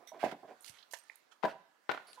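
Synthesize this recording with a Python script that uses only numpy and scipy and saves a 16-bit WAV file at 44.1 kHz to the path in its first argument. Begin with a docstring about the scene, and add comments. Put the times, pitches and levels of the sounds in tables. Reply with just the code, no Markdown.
"""Setting a concrete block on a garden wall

A few metres from a stereo microphone, a hollow block is shifted into place: its corners knock and rock
in quick clusters and set it ringing, and its face grinds on grit. Light taps and thin scratches ring
in between. Close by on the right, dry leaves crackle and twigs snap. The walls of the yard answer,
over a faint outdoor hush."""
import sys
import numpy as np
from scipy import signal
from scipy.fft import rfft, irfft
from scipy.io import wavfile
from scipy.ndimage import uniform_filter1d

SR = 44100
rng = np.random.default_rng(int(sys.argv[2]) if len(sys.argv) > 2 else 0)


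def file_out(sig):
    """Save sig as 16-bit WAV at sys.argv[1]."""
    # one column per channel
    cols = np.atleast_2d(sig).T
    # limit, then scale
    lim = np.clip(cols, -1, 1)
    pcm = np.round(lim * 32767).astype(np.int16)
    wavfile.write(sys.argv[1], SR, pcm)


N = 97020

# Pan is left minus right throughout; levels in spectra and modes are relative.
# block contacts: t/s, level/dB, pan/dB, hardness (0 flat, 1 corner), ring/dB, bass/dB
KNOCKS = [(0.2302, -33.5, -5, 0.15, -3, -13), (0.2376, -29.5, -7, 0.35, -11, -8.5),
          (.2400, -28.5, -3, 0, -26, -2.5), (.2615, -38.5, -3, 0.2, -3, 12), (0.278, -42, 0, 0.07, -11, 19),
          (.3245, -45, -1.5, 0, -31, 8), (1.4347, -32, 15.5, 0.68, -10, 1.5),
          (1.4412, -29.5, 28, 0.16, -15.5, -1.5), (1.4464, -39.5, 2.5, 0, 11.5, -2.5),
          (1.4545, -33.5, 16, 0.49, -6, -13.5), (1.4635, -39.5, -5, 0.03, -18, -9),
          (1.4829, -45, -3, 0.84, -15, -0.5), (1.8931, -31, 41, 0.89, -19, -3.5),
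          (1.8968, -31, 33, 0.93, -21, 6.5), (1.901, -38.5, 28, 0.84, -28, -6),
          (1.9140, -37.5, 8.5, 0.68, -34, 1), (1.938, -45, 12, 0.82, -19, -11),
          (1.946, -41.5, -8, 0.83, -10.5, -8.5), (1.975, -43, -19, 0.97, -21, -10)]
# spectra of a flat blow and of a hard corner blow: f/Hz, level/dB
FLAT_BLOW = [(30, -59.5), (80, -31.5), (150, -6), (400, -2.5), (720, 2), (1000, -5), (1250, -33),
             (2100, -28), (5000, -58.5), (15000, -41)]
CORNER_BLOW = [(30, -54.5), (110, -21), (380, -8.5), (560, -13), (780, 0), (1150, -3.5), (1450, 11),
               (1900, -8), (4500, -22), (7000, -38.5), (15000, -57)]
# modes of the hollow block: f/Hz, level/dB, t60/s
BLOCK_MODES = [(154, -27.5, 0.28), (291, -16, 0.11), (484, -11, 0.07), (555, -4, 0.046), (670.6, 6, 0.063),
               (742, -6, 0.044), (900, -7, 0.064), (983, 1.5, 0.055), (1574, -5, 0.041), (1699, -8.5, 0.05)]
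# the block sliding: t/s, length/s, level/dB, pan/dB, grit/dB
SCRAPES = [(-.02, 0.12, -65.5, -13, -16.5), (0.125, 0.087, -55.5, -6.5, -14), (0.186, 0.14, -62, -21, 9.5),
           (0.236, 0.047, -46.5, -29, -1), (0.27, 0.061, -63, -20, 7.5), (0.31, 0.027, -59.5, -36, 10.5),
           (0.317, 0.045, -54, -4, -30), (0.427, 0.021, -54, -8.5, -35), (0.443, 0.018, -52.5, -4.5, -32),
           (0.469, 0.087, -58.5, -9.5, -8), (.503, 0.027, -53, -3, -30), (1.426, 0.039, -50.5, 16.5, 3.5),
           (1.449, 0.017, -52, 2, 7.5), (1.478, 0.062, -63.5, -4.5, 8), (1.89, 0.035, -49, 11, 5.5),
           (1.913, .014, -53.5, -1, 12), (1.925, 0.094, -62.5, 5, 5), (1.972, 0.13, -72.5, 9, -1),
           (2.077, 0.045, -70.5, -1.5, 2)]
# spectra of the sliding block and of the grit under it: f/Hz, level/dB
SLIDE_SPECTRUM = [(40, -46.5), (130, -18.5), (350, 0), (520, -0.5), (690, 5), (1000, -6.5), (1300, -19),
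                  (2500, -47), (8000, -70)]
GRIT_SPECTRUM = [(200, -36), (1000, 3), (1800, 9.5), (3300, -0.5), (5000, -7), (8000, -15), (15000, -22.5)]
# light taps: t/s, level/dB, pan/dB
TAPS = [(.117, -46, -8), (0.9339, -41.5, -13), (2.174, -48.5, -7)]
# modes, one list per tap: f/Hz, level/dB, t60/s
TAP_MODES = [
    [(645, 2, 0.093), (753, -5, 0.079), (965, -5, .06)],
    [(580, -4.5, 0.02), (666, -7, 0.053), (948, -3, 0.032), (1608, -3.5, .025), (1779, 2.5, 0.044),
     (2025, -3.5, 0.022)],
    [(501, -13, 0.09), (872, -5.5, .15), (1000, 1.5, 0.34)],
]
# twigs and pebbles: t/s, level/dB, pan/dB, centre f/Hz, width/octaves, decay/s
SNAPS = [(.608, -59.5, -15, 9350, 0.16, 0.0034), (0.645, -51.5, -20, 3800, 0.73, 0.0033),
         (.696, -52.5, -13.5, 7030, 0.44, 0.00067), (0.696, -63.5, -4, 121, 0.4, 0.0015),
         (.786, -56, -32.5, 3660, 0.25, 0.023), (0.827, -58, -19, 3730, 0.21, 0.0053),
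         (0.935, -45.5, -39, 6000, 0.55, 0.0066), (0.987, -59, -8, 8460, 0.46, 0.0032),
         (0.995, -56.5, 1, 8540, 0.04, 0.0039), (1.036, -65.5, -21, 8770, 0.048, 0.0018),
         (1.0974, -46.5, -17.5, 2050, 0.14, 0.0023), (1.099, -64.5, -12, 782, 0.43, 0.0019),
         (1.157, -58.5, -23, 10800, 0.3, 0.0027), (2.131, -49.5, 26, 8900, 0.15, 0.003),
         (2.131, -55, 34, 3500, 0.38, 0.0026)]
# leaves near the microphone: t/s, length/s, level/dB, pan/dB, treble slope/(dB per octave)
RUSTLES = [(0.604, 0.068, -65, -16, 13), (0.637, 0.095, -58, -26.5, 1.5), (0.668, 0.051, -55.5, -23, 0.5),
           (0.711, 0.13, -66, -15, -5.5), (0.908, 0.019, -57, -33, 0), (0.921, 0.014, -53, -9, 8.5),
           (0.936, 0.022, -50.5, -25, -3.5), (0.955, 0.07, -64, -17, 0.5), (1.021, 0.29, -76, -22, -4),
           (1.311, 0.036, -62.5, -23, -7.5), (2.135, 0.041, -66, -6, 2.5)]
# spectrum of a dry leaf: f/Hz, level/dB
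LEAF_SPECTRUM = [(200, -31), (1500, -2), (2900, 6), (5000, 5), (8500, 0.5), (12000, -0.5), (15500, -25)]
# thin scratches: t/s, length/s, level/dB, pan/dB
SCRATCHES = [(0.071, 0.045, -56.5, -12.5), (2.067, 0.089, -63, -3)]
# modes, one list per scratch: f/Hz, level/dB, t60/s
SCRATCH_MODES = [
    [(2085, 3, 0.019), (3610, 3, 0.0084), (5870, 5, 0.018), (7780, -3.5, 0.024), (9780, -4, 0.012),
     (11100, -5.5, .018), (12090, -4.5, 0.017), (15000, -4.5, .008)],
    [(4550, -1.5, 0.0057), (4830, -13, 0.014), (9700, -3, 0.011), (10520, -0.5, 0.014), (12600, -14, 0.011)],
]
# echoes off the walls: delay/s, left/dB, right/dB
WALL_ECHOES = [(.0215, -24, -34), (.053, -30.5, -26), (.083, -29.5, -27), (.108, -30.5, -27.5)]
# decay of the yard's tail: f/Hz, t60/s
YARD_DECAY = [(100, 0.63), (500, 0.41), (1400, 0.71), (3700, 0.97), (10000, .24)]
# spectrum of the distant hush: f/Hz, level/dB
HUSH_SPECTRUM = [(30, -60), (263, -16.5), (560, -13), (1500, -12), (2300, -21.5), (6050, -23),
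                 (15500, -27.5)]
# its rise and fall: t/s, level/dB
HUSH_LEVEL = [(0, -67.5), (.7, -66), (1.2, -70.5), (1.8, -71.5), (2.2, -62.5)]
# its balance at the microphone: f/Hz, pan/dB
HUSH_PAN = [(100, -1.5), (700, -6), (2000, -8.5), (12000, 7.5)]

FREQS_HZ = np.fft.rfftfreq(4096, 1 / SR) + 1  # grid for the spectra
HIT_GAIN = np.sqrt(SR / 100)  # a hit carries the energy of 10 ms at its level


def knocks(crush_s=0.0017, crush_db=7, bass_hz=290, corner_shift=0.06):
    """Each contact thuds or cracks and sets the hollow block ringing; light ones crumble, not click."""
    out = np.zeros((2, N))
    bass_shelf = 1 / (1 + (FREQS_HZ / bass_hz) ** 4)
    flat, corner = curve(FLAT_BLOW, FREQS_HZ), curve(CORNER_BLOW, FREQS_HZ)
    for start, db, pan_db, hardness, ring_db, bass_db in KNOCKS:
        sharpen = 1 + corner_shift * hardness ** 2  # struck on a corner, the block rings higher
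        ringing = ring([(hz * sharpen, level, t60) for hz, level, t60 in BLOCK_MODES])
        graze = 2 ** ((-30 - db) / 16)  # 16 dB below a firm contact, it crumbles twice as long
        force = amp(crush_db) * graze * burst(crush_s * graze)
        force[0] += 1  # the clean click of first contact
        body = colour((1 - hardness) * flat + hardness * corner + bass_db * bass_shelf)
        place(out, start, HIT_GAIN * amp(db) * unit(signal.fftconvolve(force, body)), pan_db)
        place(out, start, HIT_GAIN * amp(db + ring_db) * ringing, pan_db / 2)
    return out


def scrapes(ring_db=-9, rise=0.21):
    """Tiny slips shake the sliding block while loose grit crunches under it."""
    out = np.zeros((2, N))
    body, ringing = colour(curve(SLIDE_SPECTRUM, FREQS_HZ)), ring(BLOCK_MODES)
    for start, length, db, pan_db, grit_db in SCRAPES:
        slips = amp(db) * grains(length, per_s=2500, spread_db=2, rise=rise)
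        place(out, start, signal.fftconvolve(slips, body), pan_db)
        place(out, start, amp(ring_db) * signal.fftconvolve(slips, ringing), pan_db)
        cracks = grains(length, per_s=3500, spread_db=1, rise=rise)
        grit = crunch(cracks, curve(GRIT_SPECTRUM, FREQS_HZ), ripple_db=4.5)
        place(out, start, amp(db + grit_db) * grit, pan_db)
    return out


def taps():
    """Light taps leave a few clear resonances ringing."""
    out = np.zeros((2, N))
    for (start, db, pan_db), modes in zip(TAPS, TAP_MODES):
        place(out, start, HIT_GAIN * amp(db) * ring(modes, rise_s=0.0019), pan_db)
    return out


def snaps(skirt_db=8):
    """Twigs snap and pebbles tap, each a short burst around its own pitch."""
    out = np.zeros((2, N))
    for start, db, pan_db, hz, octaves, decay_s in SNAPS:
        off_centre = np.log2(FREQS_HZ / hz) / octaves
        body = colour(np.maximum(-skirt_db * np.hypot(1, off_centre), -70))
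        snap = unit(signal.fftconvolve(burst(decay_s), body))
        place(out, start, HIT_GAIN * amp(db) * snap, pan_db)
    return out


def rustles():
    """Dry leaves crackle in short clumps, close to the microphone on the right."""
    out = np.zeros((2, N))
    for start, length, db, pan_db, slope_db in RUSTLES:
        leaf = curve(LEAF_SPECTRUM, FREQS_HZ) + slope_db * np.log2(np.maximum(FREQS_HZ, 1000))
        crackles = grains(length, per_s=2800, spread_db=3.5, rise=0.25)
        place(out, start, amp(db) * crunch(crackles, leaf, ripple_db=7.5), pan_db)
    return out


def scratches():
    """Grit rubs something thin and hard, with a brief bright ring."""
    out = np.zeros((2, N))
    for (start, length, db, pan_db), modes in zip(SCRATCHES, SCRATCH_MODES):
        rubbing = grains(length, per_s=7500, spread_db=-6, rise=0.057)
        place(out, start, amp(db) * signal.fftconvolve(rubbing, ring(modes, rise_s=0.00013)), pan_db)
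    return out


def yard(sound, bleed, shared_below_hz=920, scatter_t60=0.084, build_s=0.026):
    """Wall echoes, quick scatter off ground and wall, and a faint tail; the share bleed changes sides."""
    hz, _, noise = signal.stft(rng.standard_normal((2, SR)), SR, nperseg=256)
    shared = 1 / (1 + (hz[:, None] / shared_below_hz) ** 4)  # both sides get the same bass
    noise[1] = shared * noise[0] + np.sqrt(1 - shared ** 2) * noise[1]
    frame_t = np.arange(noise.shape[-1]) * 128 / SR
    fading = noise * decay(frame_t, curve(YARD_DECAY, hz)[:, None])
    tail = signal.istft(fading, SR, nperseg=256)[1][:, :SR]
    steady = signal.istft(noise, SR, nperseg=256)[1][:, :SR]
    t = np.arange(SR) / SR
    scatter = steady[:, ::-1] * decay(t, scatter_t60)  # reversed, to be unlike the tail
    build = 1 - np.exp(-(t / build_s) ** 2)
    tail_db, scatter_db = [[-23.5], [-18]], [[-10], [-6.5]]  # left, right
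    response = amp(tail_db) * unit(tail * build) + amp(scatter_db) * unit(scatter * build)
    for delay, left_db, right_db in WALL_ECHOES:
        place(response, delay, amp((left_db + right_db) / 2) * burst(decay_s=0.0017), left_db - right_db)
    crossed = sound + bleed * (sound[::-1] - sound)
    return signal.fftconvolve(crossed, response, axes=1)[:, :N]


def hush(patchy_db=2, likeness=0.37):
    """Distant air in the trees, gently uneven and partly alike on both sides."""
    hz, _, noise = signal.stft(rng.standard_normal((3, N)), SR, nperseg=1024, noverlap=768)
    patches = uniform_filter1d(rng.standard_normal(noise.shape[1:]), size=16, axis=0)
    patches = uniform_filter1d(patches, size=10, axis=1)
    level_db = curve(HUSH_SPECTRUM, hz)[:, None] + patchy_db * patches / patches.std()
    side_db = curve(HUSH_PAN, hz)[:, None] / 2
    shaped = (noise[:2] + likeness * noise[2]) * amp([level_db + side_db, level_db - side_db])
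    air = signal.istft(shaped, SR, nperseg=1024, noverlap=768)[1][:, :N]
    swell = amp(np.interp(np.arange(N) / SR, *np.transpose(HUSH_LEVEL)))
    return air / air.std() * swell


def ring(modes, rise_s=0.0029):
    """Modes that swell briefly and die away, energy 1 in all."""
    t = np.arange(SR // 2) / SR
    swell = 1 - np.exp(-(t / rise_s) ** 2)
    return unit(sum(amp(db) * unit(swell * np.sin(2 * np.pi * hz * t) * decay(t, t60))
                    for hz, db, t60 in modes))


def burst(decay_s):
    """A tiny, fading cluster of clicks, energy 1."""
    t = np.arange(SR // 20) / SR
    return unit(rng.choice([-1., 1.], len(t)) * np.exp(-t / decay_s))


def grains(length, per_s, spread_db, rise):
    """Up to 0.25 s of uneven clicks, swelling for the share rise of the stroke, then fading."""
    progress = np.arange(0, 0.25, 1 / SR) / length
    fires = rng.random(len(progress)) < per_s / SR
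    size = amp(spread_db * np.minimum(rng.exponential(1, len(progress)), 4))
    sign = rng.choice([-1., 1.], len(progress))
    stroke = np.clip(np.minimum(progress / rise, (1 - progress) / (1 - rise)), 0, 1)
    return unit(fires * sign * size * stroke) * np.sqrt(length * SR)


def crunch(clicks, spectrum, ripple_db, pieces=8):
    """Shares the clicks out among small pieces, each with its own uneven colour."""
    piece = rng.integers(0, pieces, len(clicks))
    ripples = rng.standard_normal((pieces, len(spectrum)))
    ripples = uniform_filter1d(uniform_filter1d(ripples, size=40), size=30)
    bodies = [colour(spectrum + ripple_db * ripple / ripple.std()) for ripple in ripples]
    return sum(signal.fftconvolve(clicks * (piece == k), body) for k, body in enumerate(bodies))


def colour(db):
    """Minimum-phase impulse response of energy 1 with the given spectrum."""
    log_gain = np.log(amp(np.concatenate([db, db[-2:0:-1]])))
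    spectrum = np.exp(np.conj(signal.hilbert(log_gain)))
    return unit(np.fft.ifft(spectrum).real[:len(db)])


def place(mix, start_s, sound, pan_db):
    """Adds a mono sound to the stereo picture, at equal power for any pan."""
    at = round(start_s * SR)
    sound = sound[max(-at, 0):]
    part = mix[:, max(at, 0):][:, :len(sound)]
    gains = amp([[pan_db / 2], [-pan_db / 2]]) / np.sqrt(np.cosh(pan_db * np.log(10) / 20))
    part += gains * sound[:part.shape[1]]


def curve(points, hz):
    """Interpolates a table on a log-frequency axis."""
    table_hz, value = np.transpose(points)
    return np.interp(np.log(hz + 1), np.log(table_hz + 1), value)


def decay(t, t60):
    """Falls by 60 dB in t60 seconds."""
    return np.exp(-np.log(1000) * t / t60)


def amp(db):
    """Decibels to gain."""
    return 10 ** (np.asarray(db) / 20)


def unit(x):
    """Scales to energy 1."""
    return x / np.sqrt(np.sum(x ** 2, -1, keepdims=True) + 1e-20)


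def scene():
    """What reaches the microphone: the block, the small sounds, the yard's answer and the hush."""
    blows, slides = knocks(), scrapes()
    small = rustles() + snaps() + taps() + scratches()
    reflections = yard(blows + amp(-2) * slides, bleed=0.62) + amp(-4.5) * yard(small, bleed=0.051)
    return blows + slides + small + reflections + hush()


def record(dry, low_cut_hz=36, left_dull_hz=6000, left_treble_db=-15, top_hz=15900):
    """The microphone and recorder: a wind filter, a duller left side and a band limit."""
    left, right = signal.sosfilt(signal.butter(2, low_cut_hz, "high", fs=SR, output="sos"), dry)
    treble = 1 - 1 / (1 + (np.fft.rfftfreq(N, 1 / SR) / left_dull_hz) ** 6)
    left = irfft(rfft(left) * amp(left_treble_db * treble), N)
    band_limit = signal.firwin(511, top_hz, window=("kaiser", 9), fs=SR)
    return signal.oaconvolve(np.array([left, right]), band_limit[None], "same")


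dry = scene()
out = record(dry)
file_out(out)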